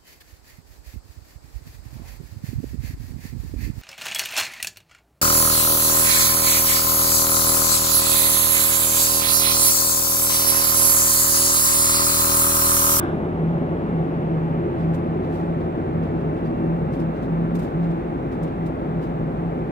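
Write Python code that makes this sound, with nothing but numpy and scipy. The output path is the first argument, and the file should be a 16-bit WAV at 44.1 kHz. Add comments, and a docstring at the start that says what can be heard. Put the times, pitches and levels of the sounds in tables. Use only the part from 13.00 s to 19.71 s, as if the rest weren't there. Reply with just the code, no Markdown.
"""A ship's funnel drones and booms as its uptake pipe resonates, heard from the bridge wing in a calm harbour.
Ventilation fans roar through ducts over the steel deck, with a wavering hum and a thin blade whine.
Two diesel generators beat against each other below deck. The listener turns from the funnel to the water.
A short rush of air dies away at the start; clothing and fingers rustle by the two microphone ports,
and a small metal piece clinks."""
import sys
import numpy as np
from scipy import signal
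from scipy.fft import rfft, irfft
from scipy.io import wavfile
from scipy.ndimage import map_coordinates

SR = 44100
rng = np.random.default_rng(int(sys.argv[2]) if len(sys.argv) > 2 else 0)


def log_audio(samples):
    """Write samples as a 16-bit WAV file to the path given in sys.argv[1]."""
    # one column per channel
    frames = np.atleast_2d(samples).T
    # limit to full scale, then quantise
    limited = np.clip(frames, -1, 1)
    pcm = np.round(limited * 32767).astype(np.int16)
    wavfile.write(sys.argv[1], SR, pcm)


N = 295911
TIME_S, BINS_HZ = np.arange(N) / SR, np.fft.rfftfreq(N, 1 / SR)


def amp(db):
    """Decibels to gain."""
    return 10 ** (np.asarray(db) / 20)


def unit_rms(x):
    """Scales to rms 1."""
    return x / np.sqrt(np.mean(abs(x) ** 2) + 1e-20)


def per_bin(points):
    """Interpolates (frequency, value) points at every bin, on a log-frequency axis."""
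    hz, value = np.transpose(points)
    return np.interp(np.log(BINS_HZ + 1), np.log(hz + 1), value)


def per_sample(rows):
    """Interpolates each value column of (time, values...) rows at every sample."""
    time_s, *columns = np.transpose(rows)
    return [np.interp(TIME_S, time_s, column) for column in columns]


def noise(density):
    """Noise of the given amplitude density per root Hz."""
    return irfft(rfft(rng.standard_normal(N)) * density, N) * np.sqrt(SR / 2)


def drift(rate_hz):
    """Slow random wander, rms 1."""
    return unit_rms(noise(np.exp(-(BINS_HZ / rate_hz) ** 2) * (BINS_HZ > 0)))


# Listener's turn from the funnel: (time [s], left port lead [ms])
LEFT_LEAD = [(0, 0.3), (1.7, 0.41), (3, 0.46)]

def at_ports(x):
    """Sound from the funnel side reaches the left port first."""
    lead_samples = per_sample(LEFT_LEAD)[0] * SR / 1000
    right = map_coordinates(x, [np.arange(N) - lead_samples], order=3, mode="nearest")
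    return np.array([x, right])


# Likeness of the two ports: (frequency [Hz], shared power [0-1])
PORT_COHERENCE = [(40, 1), (170, .96), (300, 0.92), (450, 0.96), (620, 0.5), (1000, 0.67), (1300, 0.6),
                  (1600, 0.6), (2200, 0.4), (2800, 0.6), (4500, .1)]

def deck_noise(density_db):
    """Direct noise common to both ports, plus scatter off the steel that differs at each."""
    shared = np.clip(per_bin(PORT_COHERENCE), 0, 1)
    density = amp(density_db)
    scatter = np.array([noise(density * np.sqrt(1 - shared)) for _ in range(2)])
    return at_ports(noise(density * np.sqrt(shared))) + scatter


# Touches on a small metal piece: (time [s], pitch [Hz], relative level [dB])
METAL_TOUCHES = [(3.45, 4650, -62), (3.99, 5080, -57), (6.025, 4750, -62.5)]

def clinks(decay_s=0.022, rise_s=0.003):
    """Each soft touch rings one short mode."""
    ringing = np.zeros(N)
    for start_s, hz, db in METAL_TOUCHES:
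        age_s = np.maximum(TIME_S - start_s, 0)
        envelope = (1 - np.exp(-age_s / rise_s)) * np.exp(-age_s / decay_s)
        ringing += amp(db) * envelope * np.sin(2 * np.pi * hz * age_s)
    return at_ports(ringing)


def friction(spectrum, grain_db):
    """Fibres catch and slip: noise in fine clumps, different at each port."""
    fibres = np.array([noise(amp(per_bin(spectrum))) for _ in range(2)])
    return unit_rms(fibres * amp(grain_db * drift(350)))


# Bright swish and low scrape spectra: (frequency [Hz], relative level [dB])
SWISH_SPECTRUM = [(1500, -11.5), (4000, -0.5), (6500, -0.5), (8500, -1), (10000, -4.5), (12500, -3),
                  (14000, -6), (15500, -11)]
SCRAPE_SPECTRUM = [(800, -14.5), (2500, 5.5), (3800, 3), (4400, -2.5), (4900, -3), (5400, -6.5),
                   (6500, -13), (10000, -29.5), (15500, -40.5)]
# Fabric strokes: (peak time [s], relative level [dB], decay [s])
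STROKES = [(1.81, -69, 0.079), (1.947, -56, 0.02), (2.25, -71, .04), (2.35, -61.5, 0.09),
           (2.61, -75, 0.028), (3.04, -69.5, 0.034), (3.21, -72, .016), (3.38, -74, .035),
           (3.46, -68.5, .028), (3.94, -60, 0.037), (4.004, -60, 0.024), (4.17, -70, .05),
           (4.232, -61, 0.019), (4.556, -48, 0.012), (4.595, -51.5, .014), (4.634, -56.5, 0.035),
           (4.68, -69, 0.028), (4.84, -68.5, 0.045), (4.913, -64.5, 0.016), (5.328, -64, 0.026),
           (5.435, -57, 0.017), (5.48, -72, 0.033), (5.667, -56, 0.015), (6.035, -62.5, 0.038)]

def cloth(rise_per_decay=0.36, mid_stroke_db=-60, mid_scrape_db=-56.5, scrape_slope=0.3, pan_db=-4.5):
    """Fabric rubs: light strokes are mostly low scrape, firm ones mostly bright swish."""
    swish_power, scrape_power = np.zeros((2, N))
    for peak_s, db, decay_s in STROKES:
        rise = np.exp(-(np.minimum(TIME_S - peak_s, 0) / (rise_per_decay * decay_s)) ** 2 / 2)
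        fall = np.exp(-np.maximum(TIME_S - peak_s, 0) / decay_s)
        scrape_db = mid_scrape_db + scrape_slope * (db - mid_stroke_db)
        swish_power += (rise * fall * amp(db)) ** 2
        scrape_power += (rise * fall * amp(scrape_db)) ** 2
    swish = friction(SWISH_SPECTRUM, grain_db=1.5) * np.sqrt(swish_power)
    scrape = friction(SCRAPE_SPECTRUM, grain_db=4.0) * np.sqrt(scrape_power)
    return (swish + scrape) * amp([[pan_db / 2], [-pan_db / 2]])


# Air rush at its start: (frequency [Hz], density [dB/Hz])
RUSH_SPECTRUM = [(500, -99), (850, -73.5), (1080, -62), (1300, -64), (1620, -62.5), (1850, -76),
                 (3000, -85), (3600, -81.5), (4400, -103), (5400, -95.5), (6400, -106), (7700, -102),
                 (9500, -102), (15000, -116)]

def air_rush(hold_s=0.042, decay_s=0.085):
    """A hollow rush of air holds briefly and dies away."""
    return deck_noise(per_bin(RUSH_SPECTRUM)) * np.exp(-np.maximum(TIME_S - hold_s, 0) / decay_s)


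# Blade tone, sinking slightly: (time [s], pitch [Hz], relative level [dB])
BLADE_TONE = [(0, 2780, -70.5), (1.4, 2720, -65), (2.5, 2710, -76), (3.2, 2675, -62), (3.85, 2720, -63),
              (4.8, 2695, -70.5), (6.7, 2700, -75.5)]

def fan_whine(blur_hz=7, gain_db=-1):
    """A thin blade tone, blurred by the air on its way to each port."""
    hz, db = per_sample(BLADE_TONE)
    cycles = np.cumsum([hz + blur_hz * drift(25) for _ in range(2)], axis=1) / SR
    return np.sqrt(2) * np.sin(2 * np.pi * cycles) * amp(db + gain_db)


# Fan wheel tones: (pitch [Hz], rms wander [Hz], relative level [dB])
WHEEL_TONES = [(327.8, 5, -1), (353.2, 6.89, 0), (380.6, 5, -6.5), (420.3, 4, -4.5)]
# Their hum, fading as the listener turns: (time [s], relative level [dB])
HUM_LEVEL = [(0.1, -28), (0.95, -34), (1.65, -26.5), (3.1, -29.5), (5.7, -37.5), (6.55, -33.5)]

def fan_wheels(gain_db=-5.0, roughness=0.45, surge_db=1.4):
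    """Wheels hum at neighbouring pitches, shaken by intake turbulence."""
    hum = np.zeros(N)
    for hz, wander_hz, db in WHEEL_TONES:
        cycles = np.cumsum(hz + wander_hz * drift(10)) / SR
        hum += amp(db) * (1 + roughness * drift(16)) * np.sin(2 * np.pi * cycles)
    level_db = per_sample(HUM_LEVEL)[0] + gain_db + surge_db * drift(4)
    return at_ports(unit_rms(hum) * amp(level_db))


def exhaust(cycle_hz, orders, hunt, flutter):
    """Lines at multiples of the engine cycle; the governor hunts, moving air flutters each line."""
    cycles = np.cumsum(cycle_hz * (1 + hunt * drift(1.4))) / SR
    lines = np.zeros(N)
    for order, db in orders:
        gain = amp(db) * (1 + flutter * drift(6.6))
        lines += gain * np.sin(2 * np.pi * (order * cycles + rng.random()))
    return unit_rms(lines)


# Exhaust lines of each diesel: (order [x cycle rate], relative level [dB])
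NEAR_LINES = [(4, -15.5), (6, -2.5), (7, -1), (8, 1), (11, -21.5), (13, -12.5), (14, -7.5), (15, -11),
              (16, -7)]
FAR_LINES = [(18, -6.5), (20, -2.5), (24, -4.5), (25, -12.5), (28, 2), (37, -8)]
# Near diesel's throb, louder facing the water: (time [s], relative level [dB])
THROB_LEVEL = [(0.3, -42.5), (3, -43), (3.4, -39.5), (6.7, -39.5)]
# Far diesel's firing note, loudest beside the wheelhouse: (time [s], relative level [dB])
FIRING_LEVEL = [(0.08, -33.5), (0.3, -39), (1.05, -37), (1.8, -34), (2.25, -31.5), (2.68, -35), (3.05, -31),
                (3.4, -37.5), (3.9, -38.5), (4.6, -50.5), (6, -41), (6.35, -57)]
# Far diesel's ringing upper line: (time [s], relative level [dB])
RING_LEVEL = [(0.1, -42), (0.75, -34.5), (1.2, -42), (3.2, -42), (3.4, -31), (4.4, -35.5), (4.65, -41.5),
              (6.7, -44.5)]

def generators(near_cycle_hz=7.495, far_cycle_hz=7.433, upper_db=-39.0):
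    """Two four-stroke diesels at almost one speed: low lines beat into a throb, higher ones waver."""
    throb = exhaust(near_cycle_hz, NEAR_LINES, hunt=0.00039, flutter=0.12)
    throb *= amp(per_sample(THROB_LEVEL)[0] + 1)
    firing = exhaust(far_cycle_hz, orders=[(12, 0)], hunt=0.0014, flutter=0.13)
    firing *= amp(per_sample(FIRING_LEVEL)[0] - 2.5 + 1.4 * drift(3.6))
    ring = exhaust(far_cycle_hz, orders=[(32, 0)], hunt=0.0024, flutter=0.56)
    ring *= amp(per_sample(RING_LEVEL)[0] - 3)
    upper = exhaust(far_cycle_hz, FAR_LINES, hunt=0.0022, flutter=0.49) * amp(upper_db)
    return at_ports(throb + firing + ring + upper)


# Fan turbulence: (frequency [Hz], relative density [dB])
ROAR_SPECTRUM = [(25, -84.5), (65, -62), (125, -54.5), (200, -53), (300, -52.5), (480, -55.5), (850, -60.5),
                 (1050, -65), (1600, -71.5), (2300, -77.5), (2900, -85), (3700, -90.5), (4700, -100.9),
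                 (9000, -125)]
# Duct and deckhouse resonances (+), reflection notches (-): (centre [Hz], width [Hz], gain [dB])
DUCT_RESONANCES = [(132.6, 11, 7), (154.6, 17, 7), (173.5, 7.9, 3.5), (258.6, 42, 4), (294, 9.9, -7.5),
                   (337.6, 50, 5), (396, 9.9, -6), (422.5, 16, 3.5), (470, 20, -4), (534, 23, 2),
                   (727, 16, -4.5), (745.5, 29, 4.5), (776, 14, -3), (844, 8.7, 4), (950, 43, -1.5),
                   (1123, 28, 2.5), (1280, 85, 1.5)]
# Swell of the roar: (time [s], body gain [dB], top gain [dB])
ROAR_SWELL = [(0.25, 2.2, -1.4), (1.2, 0.76, -0.8), (3.7, 1, -2.5), (4.7, 0, -2), (6.55, 0, -3)]

def fan_roar(crossover_hz=1000, gain_db=-2.5, left_db=0.27):
    """Turbulent air rings in ducts; its body and airy top swell separately."""
    duct_db = sum(db / (1 + (2 * (BINS_HZ - hz) / width_hz) ** 2) for hz, width_hz, db in DUCT_RESONANCES)
    roar = deck_noise(per_bin(ROAR_SPECTRUM) + duct_db + gain_db)
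    body = irfft(rfft(roar) / (1 + (BINS_HZ / crossover_hz) ** 4), N)
    top = roar - body
    body_db, top_db = per_sample(ROAR_SWELL)
    return (body * amp(body_db) + top * amp(top_db)) * amp([[left_db], [-left_db]])


def boom_envelope(start_s, length_s, db, rise_s=0.024, fall_s=0.031, droop_db=5.5):
    """One funnel surge: quick swell, arched hold, quick fall."""
    swell = (1 + np.tanh((TIME_S - start_s) / rise_s)) / 2
    fall = (1 + np.tanh((start_s + length_s - TIME_S) / fall_s)) / 2
    off_middle = np.clip(2 * (TIME_S - start_s) / length_s - 1, -1, 1)
    return swell * fall * amp(db - droop_db * off_middle ** 2)


# Funnel booms: (start [s], length [s], relative level [dB])
FUNNEL_BOOMS = [(0.056, 0.098, -22), (0.328, 0.33, -23.5), (0.702, 0.074, -20.5), (0.88, 0.2, -22),
                (1.12, 0.55, -23.5), (1.78, 0.26, -21.5), (2.08, 0.11, -25), (2.246, 0.44, -26),
                (2.917, 0.17, -23.5), (3.112, 0.31, -24.5), (3.617, 0.24, -21.5), (3.96, 0.19, -25),
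                (4.254, 0.38, -22), (4.728, 0.24, -20), (5.38, 0.12, -22), (5.6, 0.1, -24),
                (5.898, 0.14, -24.5), (6.07, 0.59, -28.5)]

def funnel(pitch_hz=165.15, wander_hz=2.6, roughness=0.16, drone_db=-34.5, gain_db=-1.0):
    """The uptake's pipe resonance drones faintly and booms in surges, its pitch wandering."""
    cycles = np.cumsum(pitch_hz + wander_hz * drift(7.3)) / SR
    tone = unit_rms(np.sin(2 * np.pi * cycles) * (1 + roughness * drift(13)))
    power = amp(drone_db) ** 2 + sum(boom_envelope(*boom) ** 2 for boom in FUNNEL_BOOMS)
    return at_ports(tone * np.sqrt(power) * amp(gain_db))


def scene():
    """Ship's machinery all round, small sounds close by."""
    machinery = fan_roar() + fan_wheels() + generators() + funnel() + fan_whine()
    return machinery + air_rush() + cloth() + clinks()


# Microphone hiss: (frequency [Hz], density [dB/Hz])
HISS_SPECTRUM = [(1000, -109), (5000, -109), (6800, -110), (8200, -108.5), (10000, -115), (12000, -113),
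                 (15500, -111.5)]
CUTOFF_HZ = 15750

def record(dry):
    """Microphone hiss, then the band limit."""
    hiss = np.array([noise(amp(per_bin(HISS_SPECTRUM))) for _ in range(2)])
    low_pass = signal.firwin(511, CUTOFF_HZ, window=("kaiser", 9), fs=SR)
    return signal.oaconvolve(dry + hiss, low_pass[None], "same", axes=1)


dry = scene()
out = record(dry)
log_audio(out)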